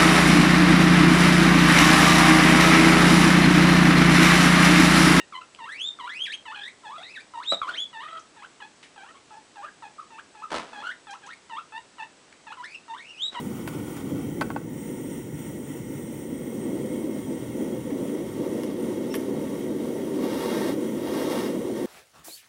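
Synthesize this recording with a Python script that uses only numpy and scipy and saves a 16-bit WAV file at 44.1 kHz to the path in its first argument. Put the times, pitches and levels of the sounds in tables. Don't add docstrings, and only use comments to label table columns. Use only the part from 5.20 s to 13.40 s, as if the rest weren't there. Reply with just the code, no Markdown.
import sys
import numpy as np
from scipy import signal
from scipy.fft import rfft, irfft, next_fast_len
from scipy.io import wavfile

SR = 44100
rng = np.random.default_rng(int(sys.argv[2]) if len(sys.argv) > 2 else 0)


def unload_audio(sound):
    columns = np.transpose(np.atleast_2d(sound))
    steps = np.round(np.clip(columns, -1, 1) * 32767)
    wavfile.write(sys.argv[1], SR, steps.astype(np.int16))


N = 361619
TIME = np.arange(N) / SR


# (start [s], length [s], opening pitch [Hz], opening level [dB], middle pitch [Hz],
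# middle level [dB], overtone boost [dB], upturn length [s], upturn end pitch [Hz], upturn level [dB])
CLUCKS = [ (0.0, .02, 970, -35.5, 917, -45.5, 21, 0.0069, 900, -52),
          (0.125, 0.054, 1265, -40.5, 1004, -35.5, 4.5, 0.011, 1025, -43),
          (0.212, 0.0093, 1375, -50, 1325, -37.5, -4, 0.0056, 1350, -46),
          (0.388, 0.064, 1100, -45.5, 904, -39, 1.5, 0.077, 1963, -38.5),
          (0.789, 0.064, 1255, -38, 937, -36, 1, 0.087, 2133, -36.5),
          (1.254, 0.057, 1096, -44, 860, -38.5, 2.5, 0.041, 1604, -39.5),
          (1.635, 0.065, 1090, -47.5, 840, -36.5, -5.5, 0.028, 1152, -38),
          (2.137, .062, 1014, -40, 922, -34.5, -10, 0.026, 1470, -41.5),
          (2.417, .056, 1324, -23, 1008, -36, -3, 0.022, 1422, -24.5),
          (2.73, 0.072, 994, -44.5, 881.6, -38, 3, 0.038, 1235, -40),
          (3.164, 0.053, 968, -51, 825, -48.5, -2, 0.035, 1520, -41),
          (3.401, 0.046, 1067, -47.5, 828, -41.5, 1, 0.01, 856, -44),
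          (3.761, 0.07, 911, -49, 775, -46.5, -4.5, 0.08, 1303, -48),
          (3.945, 0.027, 1150, -52, 1072, -51.5, 3, 0.0066, 1080, -48),
          (4.107, 0.073, 879, -46, 844, -42.5, -16, 0.016, 880, -60),
          (4.358, 0.056, 948, -49.5, 802, -44, -9.5, 0.036, 1261, -38),
          (4.623, 0.0555, 985, -41.5, 826, -40, -8.5, 0.0067, 850, -44),
          (4.782, 0.016, 1360, -52, 1213, -38.5, -10, 0.033, 1146, -46.5),
          (4.905, .073, 958, -50, 875, -47, -5, 0.021, 1617, -38.5),
          (5.15, 0.07, 893, -50, 840, -44, -9, 0.011, 1310, -37.5),
          (5.532, .088, 871, -43.5, 825, -38, -2.5, 0.014, 1376, -35.5),
          (5.87, 0.062, 906, -43.5, 788, -40.5, 0, 0.026, 1366, -43.5),
          (6.019, 0.046, 962, -56, 799, -47, 1, 0.073, 2200, -42),
          (6.297, 0.062, 1050, -44.5, 890, -37.5, 0, .04, 1396, -33),
          (6.523, 0.054, 854, -46.5, 893, -36, -1, 0.0063, 954, -34.5),
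          (6.783, 0.05, 1010, -44.5, 868.4, -34, -1.5, 0.0048, 970, -40),
          (7.268, .049, 939, -46, 832, -43, -4, 0.015, 1400, -36),
          (7.371, 0.049, 1102, -42, 976, -41.5, -6.5, .036, 1947, -37.5),
          (7.681, 0.061, 953, -48, 903, -35.5, -4.5, 0.054, 1930, -45.5),
          (8.149, 0.043, 1100, -37, 945, -32.5, 2.5, .01, 940, -57), ]
# (time [s], pitch [Hz], level [dB], overtone boost [dB])
SQUEAL_CURVES = [
    [(.583, 2590, -42, 2), (.619, 3280, -28.5, -3), (.675, 3710, -29.5, 5), (.715, 3540, -39, 14)],
    [(.989, 2920, -38.5, 15), (1.01, 3140, -30, -1), (1.048, 3360, -30, -4), (1.067, 2065, -32, -4),
     (1.085, 1632, -38.5, 2.5), (1.121, 1990, -33, -2), (1.145, 3270, -31, -5), (1.163, 3180, -48, 0)],
    [(1.436, 1646, -38, 10.5), (1.451, 1825, -39, 6.5), (1.49, 2205, -39.5, -5)],
    [(1.765, 1286, -38.5, 4), (1.825, 1485, -45.5, -14), (1.835, 1900, -39, 13), (1.872, 1990, -43.5, 11),
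     (1.913, 2530, -46, -10), (1.944, 2560, -46.5, 17), (1.974, 1630, -36.5, -11), (1.992, 1672, -45, 0),
     (2.01, 2460, -45, 3)],
    [(2.246, 2850, -46.5, 27), (2.268, 3590, -32, 10), (2.294, 3780, -22.5, 8), (2.322, 4000, -25.5, 12),
     (2.352, 3680, -27, 1)],
    [(2.513, 1658, -50, 3), (2.548, 1710, -36, 14), (2.569, 2790, -41, 1), (2.584, 3163, -25.5, 1),
     (2.612, 3460, -27.5, 3), (2.644, 3360, -31, 3)],
    [(2.95, 1293, -40.5, 1.5), (2.99, 1274, -37, -4)],
    [(4.469, 1705, -54, -9), (4.493, 1560, -38.5, -7)],
    [(5.26, 1207, -37, -6)],
    [(5.656, 1402, -31.5, 1), (5.707, 1586, -32, -13.5), (5.722, 1915, -35.5, -2)],
    [(7.495, 2405, -51.5, 7), (7.54, 2380, -44, 4), (7.548, 2720, -39, -8), (7.565, 2670, -38, -6)],
    [(7.835, 2335, -48.5, 2), (7.909, 2810, -45.5, -4), (7.96, 2560, -50.5, 7), (7.99, 2960, -44, -2),
     (8.014, 3240, -32, -4), (8.032, 3694, -25, -4), (8.085, 3920, -35, -4)],
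]

def calls():
    contours = [cluck_contour(*row) for row in CLUCKS]
    starts = [row[0] for row in CLUCKS]
    for squeal in SQUEAL_CURVES:
        k = np.searchsorted(starts, squeal[0][0]) - 1
        contours[k] = np.vstack([contours[k], squeal])
    return [rows[np.argsort(rows[:, 0])] for rows in contours]


def cluck_contour(start_s, length_s, opening_hz, opening_db, mid_hz, mid_db, boost_db,
                  turn_s, end_hz, turn_db, sag_share=.6, lift_share=.0509):
    progress = np.linspace(0, 1, num=11)
    sag = np.maximum(1 - progress / sag_share, 0) ** 2
    lift = np.maximum((progress - sag_share) / (1 - sag_share), 0) ** 2
    hz = mid_hz * (1 + lift_share * lift) + (opening_hz - mid_hz) * sag
    db = mid_db + (opening_db - mid_db) * sag - .5 * lift
    cluck = np.transpose([start_s + length_s * progress, hz, db, boost_db + 4.5 * sag])
    upturn = [(start_s + length_s + .58 * turn_s, hz[-1] + .68 * (end_hz - hz[-1]), turn_db, boost_db),
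              (start_s + length_s + turn_s, end_hz, turn_db + .5, boost_db)]
    return np.vstack([cluck, upturn])


# (start [s], end [s], half-pitch line level [dB])
VOICE_CRACKS = [(1.355, 1.415, 3.5), (1.779, 1.834, 17), (2.824, 2.986, 2), (3.841, 3.922, 11),
                (4.417, 4.453, 3), (5.633, 5.698, -15)]
# (frequency [Hz], gain [dB])
THROAT_RESPONSE = [(350, -34), (720, -10.5), (1300, 8), (1800, -2.5), (2400, -7), (3900, -3), (4600, -12),
                   (5600, -13.5), (7300, -12), (10000, -10.5)]
# (time [s], frequency [Hz])
MOUTH_TRACK = [(0.42, 2780), (0.92, 3370), (1.29, 3000), (1.44, 3060), (1.85, 3570), (2.9, 3110),
               (3.42, 2880), (5.2, 2610), (5.57, 3150), (6.33, 2700), (6.375, 3200), (6.4, 2700),
               (7.3, 2600), (7.72, 3360), (8.17, 3100)]

def voice(harmonics=10, octave_db=-7.5, mouth_db=9, mouth_width_hz=330, attack_s=.0015, release_s=.0037,
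          clear_jitter=.004, glide_jitter=.017, hoarse_jitter=.032, glide_quaver=.034, shimmer_db=2.5):
    out = np.zeros(N)
    shake, quaver = wobble(rate_hz=400), wobble(rate_hz=70)
    shimmer = from_db(shimmer_db * wobble(rate_hz=79))
    rasp = from_db(-47) * colour(rng.standard_normal(N), THROAT_RESPONSE)
    multiple = np.arange(1, 2 * harmonics + 1)[:, None] / 2
    flutter = 1.5 * np.array([wobble(rate_hz=30) for _ in multiple])
    for call in calls():
        s, hz, db, boost_db = np.transpose(call)
        on = (TIME > s[0] - attack_s) & (TIME < s[-1] + release_s)
        t = TIME[on]
        pitch_hz = np.exp(np.interp(t, s, np.log(hz)))
        level = from_db(np.interp(t, s, db))
        mid_glide = np.interp(pitch_hz, [983, 1365, 2580, 3360], [0, 1, 1, 0])
        cracking = np.clip([np.minimum(t - a, b - t) / release_s for a, b, _ in VOICE_CRACKS], 0, 1)
        hoarse = np.maximum(cracking.sum(axis=0) / 2, np.interp(db.mean(), [-48, -42], [1, 0]))
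        jitter = clear_jitter + glide_jitter * mid_glide + hoarse_jitter * hoarse
        pitch_hz *= 1 + jitter * shake[on] + (clear_jitter + glide_quaver * mid_glide) * quaver[on]
        phase = 2 * np.pi * np.cumsum(pitch_hz) / SR
        lines_hz = multiple * pitch_hz
        halves = np.where(multiple % 1, from_db(np.array(VOICE_CRACKS)[:, 2]) @ cracking, 1)
        in_band = np.interp(lines_hz, [4200, 5200], [1, 0])
        press_db = np.interp(t, s, boost_db) * (multiple > 1) * in_band
        slope_db = octave_db * np.log2(np.maximum(multiple, 1)) - 4 * (multiple > 2) * (1 - in_band)
        formant_db = mouth_db / (1 + ((lines_hz - curve(MOUTH_TRACK, t)) / mouth_width_hz) ** 2)
        flutter_db = flutter[:, on] * (1.5 + mid_glide)
        gains = gain_at(THROAT_RESPONSE, lines_hz) * halves * (lines_hz < SR / 2)
        gains *= from_db(slope_db + press_db + formant_db + flutter_db)
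        tone = (gains * np.sin(multiple * phase)).sum(axis=0) / np.sqrt((gains ** 2).sum(axis=0) / 2)
        gate = np.interp(t, [s[0] - attack_s, s[0], s[-1], s[-1] + release_s], [0, 1, 1, 0])
        out[on] += (tone * level + rasp[on] * np.sqrt(level)) * gate * shimmer[on]
    return out


def throat_ring(hz=1300, t60_s=.041, over_onset_db=3.5):
    openings = np.zeros(N)
    for call in calls()[1:]:
        s, _, db, _ = np.transpose(call)
        openings[round(s[0] * SR)] = from_db(db[:2].mean() + over_onset_db)
    return ring(openings, hz, t60_s)


# (time [s], level [dB])
TUB_BLOWS = [(2.3217, -14.5), (5.342, -27)]
# (frequency [Hz], level [dB], t60 [s])
TUB_MODES = [(195.5, -24.5, 0.22), (277, -20.5, 0.028), (556, -4, 0.033), (698, -5, 0.028),
             (842, -17.5, 0.13), (1286, -3, 0.024), (1447, -22, 0.023)]

def tub_bumps(rattle_db=-8, rattle_t60_s=.082):
    out = np.zeros(N)
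    for s, db in TUB_BLOWS:
        blow = signal.unit_impulse(N, round(s * SR))
        rattle = colour(burst(s, rattle_t60_s), HAY_SPECTRUM)
        modes = sum((-1) ** k * from_db(mode_db) * ring(blow, hz, t60_s)
                    for k, (hz, mode_db, t60_s) in enumerate(TUB_MODES))
        out += from_db(db) * (modes + from_db(rattle_db) * rattle / np.abs(rattle).max())
    return out


# (frequency [Hz], density [dB])
HAY_SPECTRUM = [(40, -27.5), (130, -21.5), (290, -3.5), (410, -10.5), (560, -5.5), (1350, -8.5),
                (2200, -15), (4000, -18.5), (10000, -33)]
# (start [s], attack [s], hold [s], level [dB], t60 [s])
FOOT_SCUFFLES = [(2.443, 0.056, .01, -43.5, 0.29), (5.302, .004, 0.017, -35.5, 0.052),
                 (5.312, 0.033, 0.033, -31, 0.23), (5.42, 0.1, 0.11, -50, 0.43),
                 (8.113, 0.018, 0.027, -44.5, 0.21)]

def scuffles(contacts_per_s=1300, spread_db=5.5, split_hz=1000):
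    thumps, crackles = (rng.random((2, N)) < contacts_per_s / SR) * rng.choice([-1, 1], (2, N))
    strength = from_db(spread_db * np.clip(rng.standard_normal(N), -2, 2))
    low, high = (signal.butter(2, split_hz, side, fs=SR, output="sos") for side in ("low", "high"))
    grains = signal.sosfilt(low, thumps * strength) + signal.sosfilt(high, crackles * strength)
    return colour(grains, HAY_SPECTRUM) * sum(swell(*row) for row in FOOT_SCUFFLES)


# (time [s], peak level [dB], resonance [Hz], t60 [s])
STALK_SNAPS = [(0.3483, -33, 3000, 0.011), (2.995, -43.5, 5860, 0.091), (3.628, -38.5, 2130, 0.19),
               (5.907, -39, 5840, 0.15), (6.064, -41.5, 6000, 0.12), (7.126, -39.5, 1960, 0.02)]

def stalk_snaps(stalk_t60_s=.0026):
    out = np.zeros(N)
    for s, db, hz, t60_s in STALK_SNAPS:
        crack = ring(np.diff(burst(s, t60_s), prepend=0), hz, stalk_t60_s)
        out += from_db(db) * crack / np.abs(crack).max()
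    return out


# (delay [s], gain [dB])
REFLECTIONS = [(.0031, -25), (0.0123, -11)]

def room(x, gap_s=.0088, t60_s=.21, dull_hz=6000, tail_db=-7):
    near = sum(from_db(db) * np.interp(TIME - delay_s, TIME, x, left=0) for delay_s, db in REFLECTIONS)
    tail = signal.sosfilt(signal.butter(1, dull_hz, fs=SR, output="sos"), burst(gap_s, t60_s)[:SR])
    tail /= np.sqrt(np.sum(tail ** 2) * SR / (2 * dull_hz))
    return x + near + from_db(tail_db) * signal.fftconvolve(x, tail)[:N]


# (frequency [Hz], density [dB])
HISS_SPECTRUM = [(25, -17), (100, -5), (300, 2.5), (500, -0.5), (1200, -4), (2500, -6.5), (7700, -11.5),
                 (7920, -3), (8150, -12), (10000, -19.5)]

def room_hiss(level_db=-55.5):
    return from_db(level_db) * colour(rng.standard_normal(N), HISS_SPECTRUM)


def from_db(db):
    return 10 ** (np.asarray(db) / 20)


def rms_one(x):
    return x / np.sqrt(np.mean(x ** 2) + 1e-20)


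def curve(rows, t):
    return np.interp(t, *np.transpose(rows))


def gain_at(spectrum, hz):
    points_hz, db = np.transpose(spectrum)
    return from_db(np.interp(np.log(hz + 1e-9), np.log(points_hz), db))


def colour(x, spectrum):
    size = next_fast_len(N)
    gains = gain_at(spectrum, np.fft.rfftfreq(size, 1 / SR))
    return rms_one(irfft(rfft(x, size) * gains, size)[:N])


def wobble(rate_hz):
    return rms_one(signal.sosfilt(signal.butter(2, rate_hz, fs=SR, output="sos"), rng.standard_normal(N)))


def ring(x, hz, t60_s):
    r, w = from_db(-60 / (t60_s * SR)), 2 * np.pi * hz / SR
    return signal.lfilter([0, np.sin(w)], [1, -2 * r * np.cos(w), r * r], x + 1e-18)


def burst(start_s, t60_s):
    age = TIME - start_s
    return rng.standard_normal(N) * (age >= 0) * from_db(-60 * np.abs(age) / t60_s)


def swell(start_s, attack_s, hold_s, db, t60_s):
    age = TIME - start_s
    decay_db = 60 * np.maximum(age - attack_s - hold_s, 0) / t60_s
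    return np.clip(age / attack_s, 0, 1) * from_db(db - decay_db)


def scene(voice_db=-2.0):
    cage = from_db(voice_db) * (voice() + throat_ring()) + tub_bumps() + stalk_snaps() + scuffles()
    return (room(cage) + room_hiss())[None]


def record(dry):
    cutoff_hz = 10150
    return signal.sosfilt(signal.ellip(12, .1, 80, cutoff_hz, fs=SR, output="sos"), dry)


dry = scene()
out = record(dry)
unload_audio(out)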